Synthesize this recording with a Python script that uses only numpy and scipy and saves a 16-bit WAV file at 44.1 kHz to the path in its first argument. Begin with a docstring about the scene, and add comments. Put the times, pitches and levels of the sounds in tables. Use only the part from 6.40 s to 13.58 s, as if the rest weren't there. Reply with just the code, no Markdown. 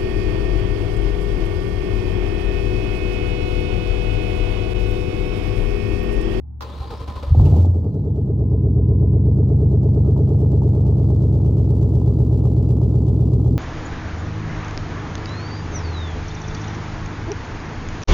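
"""Outdoors, from the gravel just behind the two tailpipes of a V8 without mufflers; still air and a low hum all round.
The starter clacks in, whines and cranks, with a thump down the pipes and a gear rattle at each compression.
The engine catches with hard ragged blows, flares once and falls back to a loping fast idle, under a thin whistle.
Two banks of pulses ring modelled pipe resonances; noise puffs and sharp ticks add the gas rush and the edge.
Gas and ticks then grow with the load, single ticks snap out, and the idle settles to a slower lope."""
import sys
import numpy as np
from scipy import signal
from scipy.fft import rfft, irfft
from scipy.io import wavfile
from scipy.ndimage import uniform_filter1d

SR = 44100
rng = np.random.default_rng(int(sys.argv[2]) if len(sys.argv) > 2 else 0)


def pcm_store(signal):
    """Save signal as 16-bit PCM."""
    levels = np.round(np.clip(np.atleast_2d(signal), -1, 1) * 32767)
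    wavfile.write(sys.argv[1], SR, levels.astype(np.int16).T)


N = 316638
TIME = np.arange(N) / SR
FIRST_FIRING_S = .912

# crank speed: [t/s, firing rate/Hz]
SPEED = [(0.91, 8.35), (1.0, 72.61), (1.1, 74.16), (1.25, 90.31), (1.6, 74.98), (2.0, 65.71), (2.35, 63.65),
         (2.8, 66.32), (3.2, 71.2), (3.4, 68.55), (3.85, 70.83), (4.5, 68.01), (5.85, 63.47), (6.75, 63.78),
         (7.18, 62.43)]
# the bank, 0 or 1, that each cylinder fires into, in firing order
BANKS = [0, 1, 1, 0, 1, 0, 0, 1]
# colour of the ticks: [f/Hz, level/dB]
TICK_COLOUR = [(1120, -37.5), (1900, -6.5), (2830, -2.5), (3380, -3.5), (3690, -3), (4860, -2), (5310, -5),
               (5860, -4.5), (7500, -6.5), (9530, -15.5), (12700, -14), (14700, -7.5), (15800, -23)]


def undb(db):
    """Amplitude ratio of a level in dB."""
    return 10 ** (np.asarray(db) / 20)


def curves(rows):
    """The columns of a table, joined by straight lines in time."""
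    s, *columns = np.transpose(rows)
    return [np.interp(TIME, s, c) for c in columns]


def unit(x):
    """Scale to an RMS of 1."""
    return x / np.sqrt(np.mean(x ** 2))


def steady(x):
    """Unit level over about two engine cycles, so that the throb within a cycle stays."""
    size = SR // 8
    power = np.mean(np.atleast_2d(x) ** 2, axis=0)
    power = uniform_filter1d(uniform_filter1d(power, size), size)
    return x / np.sqrt(np.abs(power) + 1e-3 * np.mean(power))


def colour(x, points):
    """Causal minimum-phase filter whose spectrum passes through (Hz, dB) points."""
    size = 8192
    hz, db = np.transpose(points)
    f = np.maximum(np.fft.rfftfreq(size, 1 / SR), 1)
    magnitude = undb(np.interp(np.log(f), np.log(hz), db))
    # folding the cepstrum forward in time makes the filter causal
    cepstrum = irfft(np.log(magnitude))
    cepstrum[1:size // 2] *= 2
    cepstrum[size // 2 + 1:] = 0
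    response = irfft(np.exp(rfft(cepstrum)))
    return signal.fftconvolve(np.atleast_2d(x), response[None], axes=1)[:, :N]


def resonate(x, hz, width_hz):
    """One resonance, with a gain of 1 at its peak."""
    return signal.lfilter(*signal.iirpeak(hz, hz / width_hz, SR), x + 1e-18)


def band(x, order, edge_hz, kind):
    """Butterworth filter: low, high or band."""
    return signal.sosfilt(signal.butter(order, edge_hz, kind, fs=SR, output="sos"), x)


def clicks(times, sizes):
    """Impulses, each shared between two samples."""
    place = np.clip(np.asarray(times) * SR, 0, N)
    i = place.astype(int)
    early = np.bincount(i, sizes * (1 - place + i), N + 2)
    late = np.bincount(i + 1, sizes * (place - i), N + 2)
    return (early + late)[:N]


def fade(x, decay_s):
    """Each impulse becomes a dying tail of the same height."""
    return signal.lfilter([1], [1, -np.exp(-1 / (decay_s * SR))], x + 1e-18)


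def pan(left_db):
    """Left and right gains that differ by left_db."""
    return undb(np.array([[1], [-1]]) * left_db / 2)


def noise(side_db, pan_db=0):
    """Stereo noise of unit level with a given width and lean to the left."""
    mid, side = rng.standard_normal((2, N))
    side = side * undb(side_db)
    return unit(np.array([mid + side, mid - side]) * pan(pan_db))


def wander(rate):
    """Random drift with a spread near 1, drawn afresh rate times a second."""
    knots = np.arange(0, N / SR + 1, 1 / rate)
    return np.interp(TIME, knots, rng.standard_normal(len(knots)))


def envelope(start_s, attack_s, fall_db_per_s, end_s, release_s):
    """Attack, a slowly falling hold, release."""
    age = np.maximum(TIME - start_s, 0)
    release = np.exp(-np.maximum(TIME - end_s, 0) / release_s)
    return np.minimum(age / attack_s, 1) * undb(-fall_db_per_s * age) * release


def yard():
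    """A low machine hum nearby, as wavering sines, over the coloured noise of still air."""
    # hum partials: [f/Hz, level/dB]
    hum_partials = [(54, -56), (72, -34), (86.8, -55.5), (101.2, -53), (114.8, -44.5), (157, -56.5)]
    # colour of the still air: [f/Hz, level/dB]
    air_colour = [(18, -68.5), (30, -43.5), (53, -10.5), (76, -11.5), (178, -16.5), (286, -24),
                  (550, -46.5), (863, -35), (954, -45), (2080, -69.5), (12000, -91.5), (15600, -116),
                  (22000, -120)]
    hum = 0
    for hz, db in hum_partials:
        phase = 2 * np.pi * (hz * TIME + rng.random()) + 0.28 * wander(5.3)
        hum = hum + undb(db) * np.sqrt(2) * np.sin(phase)
    return hum + undb(-44.5) * unit(colour(noise(-1.5), air_colour))


def starter():
    """The solenoid clacks; gears grind in their housing, harder at each compression, which thumps down the pipes."""
    # compressions while cranking: [t/s, relative gear rattle level/dB, thump level/dB]
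    strokes = [(0.397, -2, -19.5), (0.504, 4.5, -21.5), (0.598, 3, -21.5), (0.678, 9, -23),
               (0.756, 7.5, -21.5), (0.827, 8, -24), (0.87, 0, -16)]
    # colours of the gears and of the solenoid: [f/Hz, level/dB]
    gear_colour = [(88, -38.5), (160, -0.5), (300, -2.5), (390, -4.5), (464, -2.5), (522, -6.5), (575, -1),
                   (660, -11), (786, -10), (866, -6), (1030, -6.5), (1650, -24), (1780, -24.5),
                   (3880, -18.5), (8980, -46.5), (15800, -44.5)]
    clack_colour = [(120, -68), (200, -17), (439, -15), (567, -5), (1240, 1), (2000, -19), (3870, -14),
                    (5890, -19.5), (8960, -41), (15800, -26)]
    # housing resonances: [f/Hz, width/Hz, level/dB]
    housing = [(478, 30, 8), (818, 16, 10), (1020, 25, 12.5), (1060, 20, 2.5), (1240, 28, 5.5),
               (1740, 9.7, -2.5), (1820, 13, -8), (2250, 18, -12), (2810, 18, -12.5), (3250, 26, -7.5),
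               (3150, 16, -8), (3860, 46, -12.5), (3840, 14, -8.5), (4244, 26, -4.5), (4578, 16, -8)]
    times, rattle_db, thump_db = np.transpose(strokes)
    # each compression loads the gears quickly and lets them go slowly
    strain = fade(clicks(times, undb(rattle_db)), decay_s=.026)
    load = 1 + uniform_filter1d(strain, size=300)
    teeth = load * undb(2.2 * wander(300))
    grind = unit(colour(noise(-11.0, pan_db=2.5), gear_colour)) * teeth
    drive = noise(-3.0) * teeth
    ring = sum(undb(db) * resonate(drive, hz, width) for hz, width, db in housing)
    engaged = undb(-31) * envelope(.205, attack_s=0.0067, fall_db_per_s=9.5, end_s=1.2, release_s=0.034)
    gears = (undb(-10.0) * grind + undb(-12.0) * unit(ring)) * engaged
    clack = unit(colour(noise(0), clack_colour)) * fade(clicks([.208, .221], undb([-31.5, -34])), 0.015)
    thumps = thump(times, thump_db, hz=73.7, width_hz=63, deep_db=-2)
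    return gears + clack + thumps + groans() + whine()


def whine():
    """The starter's gears whine on a rough, broken pair of tones, left of centre; the pinion clinks as it is thrown out."""
    # spin-up, labouring, letting go and coasting: [t/s, mean f/Hz, level/dB]
    spin = [(.205, 1700, -76), (.25, 2300, -58), (.3, 3150, -60), (.36, 3800, -57), (.41, 4150, -59),
            (.44, 3850, -57), (.51, 4550, -60), (.57, 5000, -66), (.64, 5300, -68), (.72, 5350, -74),
            (1.0, 5400, -77), (1.3, 5000, -86), (1.48, 4450, -80), (1.62, 3900, -81), (1.73, 3250, -84),
            (1.88, 2800, -83), (2.0, 2500, -100)]
    pitch_flutter, level_flicker_db = .027, 4.5  # pitch as a share
    hz, db = curves(spin)
    flutter = pitch_flutter * (wander(600) + .5 * wander(40))
    phase = 2 * np.pi * np.cumsum(hz * (1 + flutter)) / SR
    first = undb(level_flicker_db * wander(70)) * np.sin(phase)
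    second = undb(level_flicker_db * wander(70)) * np.sin(1.1 * phase)
    turning = (TIME > .205) * (TIME < spin[-1][0])
    tones = (first + undb(-6.0) * second) * undb(db) * turning * pan(14)
    clink = unit(resonate(noise(1.5), 2760, 350)) * fade(clicks([1.052], undb([-43.5])), 0.016)
    return tones + clink


def groans():
    """The straining starter groans on rough tones of its housing."""
    # groans: [t/s, length/s, f/Hz, starting level/dB]
    groan_rows = [(0.237, 0.083, 516, -46), (.405, 0.051, 799, -39), (0.415, 0.031, 1060, -43),
                  (0.502, 0.052, 465, -35.5), (0.506, 0.034, 795, -38), (.53, 0.023, 880, -44),
                  (.6, 0.042, 470, -39), (.602, 0.03, 1020, -46), (0.68, 0.113, 1013, -43.5),
                  (.756, 0.022, 1050, -38.5), (.824, 0.018, 554, -34.5), (.827, .05, 1010, -46)]
    out = 0
    for s, length_s, hz, db in groan_rows:
        roughness = 0.77 * wander(90.3) + 0.17 * np.array([wander(150), wander(150)])
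        tone = np.sin(2 * np.pi * hz * TIME + roughness) * undb(db + 2.5 * wander(120))
        out = out + tone * envelope(s, .008, 35, s + length_s, 0.0096)
    return out


def thump(times, peak_db, hz, width_hz, deep_db):
    """Dull blows down the pipes: a few heavy swings that swell in, with a deeper push and a throaty overtone."""
    blows = clicks(times, undb(peak_db))
    blows = uniform_filter1d(uniform_filter1d(blows, size=210), size=210)
    swings = resonate(resonate(blows, hz, width_hz), hz, width_hz)
    deep = resonate(resonate(blows, 52, 24), 52, 24)
    throaty = resonate(resonate(blows, 135, 63), 135, 50)
    mix = resonate(swings + undb(deep_db) * deep, hz, 0.62 * hz) + undb(-2) * throaty
    # the tallest swing reaches the highest peak asked for
    return -mix * undb(np.max(peak_db)) / np.abs(mix).max()


def catch():
    """The first hard firings thump down the pipes."""
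    # firings: [t/s, relative level/dB]
    first_firings = [(0.91, -2), (0.962, -4), (0.985, -5.5), (1.004, -4), (1.04, -3.5)]
    return thump(*np.transpose(first_firings), hz=79.8, width_hz=41, deep_db=-6)


def settled():
    """Near 0 at fast idle, rising smoothly towards 1 in the slow lope."""
    middle_s, spread_s = 5.05, 0.86
    return .5 + .5 * np.tanh((TIME - middle_s) / (2 * spread_s))


def effort(unloaded_db, flare_db, load_db, settle_db):
    """A layer's gain as the throttle shuts after the flare, the load builds up and the idle settles."""
    flare_end_s, flare_release_s, load_from_s, load_rise_s = 1.235, 0.071, 2.52, 1.16
    flare = 1 / (1 + np.maximum(TIME - flare_end_s, 0) / flare_release_s)
    load = 1 - np.exp(-np.maximum(TIME - load_from_s, 0) / load_rise_s)
    return undb(unloaded_db + flare_db * flare + load_db * load + settle_db * settled())


def sag():
    """The gain of the pipes dips quickly while the revs fall back and recovers slowly."""
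    dip_db, dip_at_s, in_s, out_s = -7.5, 1.52, 0.38, .62
    late = TIME - dip_at_s
    return undb(dip_db * np.exp(-(late / np.where(late < 0, in_s, out_s)) ** 2))


def cycle_swell(depth_db, turns, place):
    """A gain that swells once an engine cycle, at a place counted in firings."""
    return undb(depth_db * np.cos(2 * np.pi * (turns - place) / len(BANKS)))


def engine():
    """Eight cylinders fire in turn into two banks: each firing gives a boom, a puff of gas and a tick."""
    # cylinders in firing order: [strength level/dB, valve timing t/s]
    cylinders = [(2.4, -0.00641), (2.5, -0.00527), (-1.5, -0.00682), (0.4, -0.00829), (1.0, -0.00529),
                 (-0.8, -0.00793), (-1.7, -0.0083), (-1.1, -0.00636)]
    # sharpness of each blow, in firing order: [gas level/dB, tick level/dB]
    edges = [(3.5, 6.5), (1.5, -2.5), (-1, -3), (-0.5, 1), (1, 1.5), (-0.5, -3.5), (-0.5, -5), (3.5, 2)]
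    turns = np.cumsum(curves(SPEED)[0] * (TIME >= FIRST_FIRING_S)) / SR  # counted in firings
    firing = np.arange(int(turns[-1]) + 1)
    times = np.maximum(np.interp(firing, turns, TIME), FIRST_FIRING_S)
    order = np.c_[BANKS, cylinders, edges]
    bank, strength_db, timing, gas_edge, tick_edge = order[firing % len(BANKS)].T
    chance = rng.standard_normal((len(firing), 4)).T
    # combustion is ragged just after the catch, then repeats closely
    ragged = 1 + 3 * np.exp(-(times - FIRST_FIRING_S) / .5)
    size = undb(strength_db + 0.56 * ragged * chance[0])
    opens = times + timing + .00007 * ragged * chance[1]
    blows = times - .003
    sharp = undb(gas_edge + 0.68 * chance[2])
    fronts = blows + .0001 * ragged * chance[1]
    # in the rev, where the firing rate meets the pipe resonance, the lope gives way to one tone
    rev = undb(-6) * envelope(1.068, attack_s=0.15, fall_db_per_s=42, end_s=1.37, release_s=0.053)
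    lope = boom(opens, size, bank) * boom_gain(rev)
    rev_tone = rev * undb(1.8 * wander(60)) * np.sqrt(2) * np.sin(2 * np.pi * turns)
    overtones = bark(clicks(opens, size * np.where(bank, 1, .45)), turns)
    rasp = puffs(blows, sharp, turns) + ticks(blows, undb(tick_edge + 1.6 * chance[3]))
    rasp = rasp + blast(fronts, sharp, bank)
    running = np.clip((TIME - FIRST_FIRING_S) / 0.068, 0, 1)
    return (lope + overtones + burble(turns) + rasp) * running + rev_tone


def boom(opens, size, bank):
    """Each bank's pulses ring its pipe; the settled lope moves its weight up the pipe."""
    # change once settled: [f/Hz, width/Hz, share added]
    lope_shift = [(87, 7.5, -0.25), (145, 93, 0.39)]
    pipes = steady(sum(tailpipe(clicks(opens, size * (bank == b)), b) for b in (0, 1)))
    shift = sum(share * resonate(pipes, hz, width) for hz, width, share in lope_shift)
    return pipes + settled() * shift


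def boom_gain(rev):
    """The boom takes over from the first hard firings and yields power to the rev, keeping at least half."""
    gain = effort(unloaded_db=-13.5, flare_db=3.5, load_db=-0.67, settle_db=-1.7)
    power = (gain * sag()) ** 2
    left_over = np.sqrt(np.maximum(power - rev ** 2, 0.5 * power))
    return left_over * np.clip((TIME - 0.92) / 0.17, 0, 1)


def tailpipe(pulses, bank):
    """One bank's pipe rings; its open end radiates no deep bass, and the long run dulls the pulse."""
    # pipe resonances: [f/Hz, width/Hz, signed share of the first bank, of the second bank]
    pipe_modes = [(54.1, 19.0, 0.169, 0.365), (87.3, 12.0, 0.186, 1.0), (101.1, 42.0, -0.477, -0.797),
                  (126.6, 13.0, 0.24, 0.416), (150.8, 24.0, 0.434, 0.12), (159.9, 18.0, -0.13, 0.052),
                  (188.0, 21.0, 0.111, 0.063), (206.9, 16.0, -0.05, 0.055), (234.8, 20.0, 0.017, 0.054),
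                  (265.3, 24.0, 0.022, 0.017), (288.7, 22.0, -0.039, 0.003), (303.3, 24.0, 0.046, 0.005),
                  (324.4, 22.0, -0.07, 0.031), (334.2, 25.0, 0.048, -0.039), (367.0, 24.0, 0.004, 0.015),
                  (393.6, 24.0, 0.005, 0.03), (409.3, 19.0, 0.038, -0.042), (424.9, 26.0, -0.026, 0.031),
                  (467.6, 20.0, 0.025, -0.08), (470.3, 20.0, -0.022, 0.073), (507.1, 24.0, 0.003, 0.005),
                  (530.7, 22.0, 0.004, -0.006)]
    ring = sum(shares[bank] * resonate(pulses, hz, width) for hz, width, *shares in pipe_modes)
    return band(band(ring, 6, 850, "low"), 4, 52, "high")


def puffs(blows, sharp, turns):
    """Each blow lets out a short puff of rushing gas over a faint steady rush."""
    # colour of the gas rush: [f/Hz, level/dB]
    gas_colour = [(150, -5), (300, 11.5), (480, 6.5), (650, -1.5), (850, -5), (1050, -15), (1300, -18),
                  (1600, -38.5), (2500, -54)]
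    bursts = fade(clicks(blows, sharp), decay_s=.007)
    gas = colour((bursts + 0.1) * rush(turns), gas_colour)
    return steady(gas) * effort(unloaded_db=-41, flare_db=7.5, load_db=11, settle_db=-4.5)


def rush(turns):
    """Gas leaving the pipes: slow swirls largely repeat with the crank, fine turbulence does not."""
    swirl_hz = 800  # the swirls lie below, the turbulence above
    size = SR // len(BANKS)
    place = turns % len(BANKS) / len(BANKS) * size
    pattern = np.interp(place, np.arange(size), rng.standard_normal(size))
    swirls = band(0.96 * pattern + 0.63 * noise(-0.76), 3, swirl_hz, "low")
    fine = band(noise(-9.5), 3, swirl_hz, "high")
    # the swell once a cycle runs out over the second before 4.7 s
    depth_db = 4 * np.clip(4.7 - TIME, 0, 1)
    return (swirls + fine * undb(1.5 * settled())) * cycle_swell(depth_db, turns, place=1.7)


def ticks(blows, sizes):
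    """Each blow gives a sharp tick of flickering noise, with narrow metallic resonances."""
    # narrow tick resonances: [f/Hz, width/Hz, level/dB]
    tick_modes = [(1720, 15, 6), (1800, 9, 7), (2850, 19, 4), (3280, 34, 1.5), (3450, 25, 3), (3970, 14, 5),
                  (4620, 25, 5)]
    taps = uniform_filter1d(fade(clicks(blows, sizes), 0.012), size=110)
    hiss = noise(0.46, pan_db=5.5) * undb(2.2 * wander(500))
    dry_ticks = colour((taps + 0.2) * hiss, TICK_COLOUR)
    ring = sum(undb(db) * resonate(dry_ticks, hz, width) for hz, width, db in tick_modes)
    gain = effort(unloaded_db=-72.5, flare_db=18.5, load_db=13.5, settle_db=-1)
    return steady(dry_ticks + ring * undb(-3.5)) * gain


def blast(times, sizes, bank):
    """The steep front of each blow rings the upper resonances of its pipe, one pipe to each side."""
    # upper pipe resonances: [f/Hz, width/Hz, level/dB]
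    throat = [(585, 77, 0), (646, 42, 2.5), (812, 62, -0.5), (900, 200, -6.5), (1100, 190, -10.5),
              (1220, 120, -12), (1270, 99, -15.5)]
    out = 0
    for b, lean_db in enumerate((5, -5)):
        fronts = clicks(times, sizes * (bank == b))
        ring = 0
        for k, (hz, width, db) in enumerate(throat):
            ring = ring + (-1) ** k * undb(db) * resonate(fronts, hz, width)
        out = out + ring * pan(lean_db)
    out = signal.sosfilt(signal.cheby1(6, 1, [480, 1400], "band", fs=SR, output="sos"), out)
    return steady(out) * effort(unloaded_db=-57.5, flare_db=13, load_db=8.5, settle_db=-1.5)


def bark(pulses, turns):
    """The pulses rasp on tailpipe overtones, which swell once a cycle, later in it as the idle settles."""
    # rasping overtones: [f/Hz, width/Hz, level/dB]
    overtone_modes = [(203, 13, 0), (218, 29, 0.5), (255, 12, 5), (316, 29, -5)]
    pulses = pulses * (1 + .18 * noise(-4))
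    ring = sum(undb(db) * resonate(pulses, hz, width) for hz, width, db in overtone_modes)
    ring = band(ring, 4, [180, 480], "band")
    swelling = ring * cycle_swell(5, turns, place=0.51 + 2.4 * settled())
    return steady(swelling) * effort(unloaded_db=-34.5, flare_db=5, load_db=3, settle_db=-2.5)


def burble(turns):
    """Once an engine cycle, short gliding tones burble in turn at set places; their balance shifts as it settles."""
    # notes once a cycle: [f/Hz, climb/(Hz/s), place/firings, length/firings,
    # relative level at fast idle/dB, relative level settled/dB]
    notes = [(310, 2060, 1.16, .68, -20, -31), (427, 900, 2.1, .55, -20, -25.5),
             (384, 2400, .05, .4, -25.5, -32), (317, -2500, 3.11, .43, -26, -20.5),
             (317, -2450, 5.92, 1.03, -31, -26.5), (351, -2500, 7.35, .4, -31.5, -26),
             (236, 2450, 4.15, .59, -20, -44.5), (209, 780, 7.22, 1.3, -24.5, -30.5),
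             (246, 1720, 3.7, 1, -29.5, -17), (200, -580, 1.54, .5, -22, -25.5),
             (202, -1390, 6.09, .97, -25.5, -37.5), (470, 490, 3.95, 1.6, -37, -40),
             (648, 0, 2.2, .7, -40, -52), (690, 0, .4, 0.35, -41, -52)]
    cycle, rate, late, out = len(BANKS), np.maximum(curves(SPEED)[0], 1), settled(), 0
    for hz, climb, place, length, fast_db, slow_db in notes:
        # each note starts afresh each cycle, so it stays locked to the crank
        lead = (turns - place + cycle / 2) % cycle - cycle / 2
        seconds = lead / rate
        swept = hz * seconds + climb * seconds ** 2 / 2
        tone = np.sin(2 * np.pi * swept + 0.34 * wander(120))
        level = undb(fast_db + (slow_db - fast_db) * late)
        out = out + tone * np.exp(-(lead / length) ** 2) * level
    rise = np.clip((TIME - 0.92) / 0.62, 0, 1) ** 2
    return out * sag() ** .5 * rise


def cracks():
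    """Single hard firings, in the flare and now and then at idle, burst out as sharp puffs of gas."""
    # cracks: [t/s, relative level/dB, centre f/Hz]
    crack_rows = [(0.946, -25, 780), (0.996, -17.5, 945), (1.049, -34, 600), (1.064, -20.5, 877),
                  (1.079, -29.5, 950), (1.122, -33, 650), (1.14, -26, 720), (1.164, -30.5, 705),
                  (1.2, -27, 820), (1.246, -29.5, 850), (3.646, -31, 1100), (3.762, -29, 900),
                  (3.875, -39.5, 900), (3.948, -32, 700), (4.103, -36, 900), (4.217, -27, 900),
                  (4.406, -30, 860), (4.701, -28, 804), (5.616, -37, 850), (5.659, -36, 860),
                  (5.801, -33, 930), (6.051, -27, 960), (6.412, -25.5, 900), (6.619, -32, 830),
                  (6.935, -32, 1000)]
    # colour of the gas: [f/Hz, level/dB]
    gas_colour = [(150, -5), (300, 11.5), (480, 6.5), (650, -1.5), (850, -5), (1050, -15), (1300, -18),
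                  (1600, -38.5), (2500, -54)]
    gas, out = noise(-13), 0
    for s, db, hz in crack_rows:
        burst = fade(clicks([s], undb([db])), 0.0037) * gas
        out = out + resonate(resonate(burst, hz, 410), hz, 410)
    return undb(21.5) * colour(out, gas_colour)


def roar():
    """The first ragged firings roar in the pipes: flickering coloured noise that soon dies away."""
    # colour of the roar: [f/Hz, level/dB]
    roar_colour = [(25, -23), (70, -13.5), (140, 4), (190, 1.5), (260, -5.5), (390, -13), (520, -21.5),
                   (700, -20), (900, -27), (1300, -42.5), (2000, -79)]
    gas = unit(colour(noise(-19.5), roar_colour)) * undb(2 * wander(90))
    return gas * undb(-21.5) * envelope(0.99, .006, fall_db_per_s=22, end_s=1.22, release_s=0.031)


def whistle():
    """A thin whistle from the running engine: one sine, wavering in phase and level."""
    # whistle: [t/s, mean level/dB]
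    whistle_level = [(1.2, -95), (1.6, -76.5), (1.94, -71.5), (2.05, -62.5), (2.25, -59.5), (2.31, -76),
                     (2.45, -60.5), (2.7, -59), (2.9, -70), (7.1, -69.5)]
    tone = np.sqrt(2) * np.sin(2 * np.pi * 1018 * TIME + .7 * wander(25))
    return tone * undb(curves(whistle_level)[0] + 2.3 * wander(35))


def snaps():
    """Now and then a tick snaps out far above the rest: a short burst of tick-coloured noise."""
    # loudest ticks: [t/s, level at onset/dB]
    snap_rows = [(2.488, -58), (2.856, -61), (3.432, -57.5), (4.704, -53), (4.762, -56), (5.305, -53),
                 (5.427, -49), (5.552, -53), (5.677, -51), (6.054, -49), (6.227, -54), (6.305, -49),
                 (6.81, -51), (6.934, -50)]
    times, db = np.transpose(snap_rows)
    return unit(colour(noise(0, pan_db=6.5), TICK_COLOUR)) * fade(clicks(times, undb(db)), 0.005)


def scene():
    """The exhaust reaches the left microphone a moment after the right."""
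    lag_s = .00009
    left, right = engine() + catch() + cracks() + roar() + snaps()
    exhaust = np.array([np.interp(TIME - lag_s, TIME, left), right])
    return yard() + starter() + exhaust + whistle()


def record(dry):
    """The recorder cuts the top, steeply above 15.8 kHz."""
    return signal.sosfilt(signal.ellip(8, .2, 70, 15800, fs=SR, output="sos"), dry)


dry = scene()
out = record(dry)
pcm_store(out)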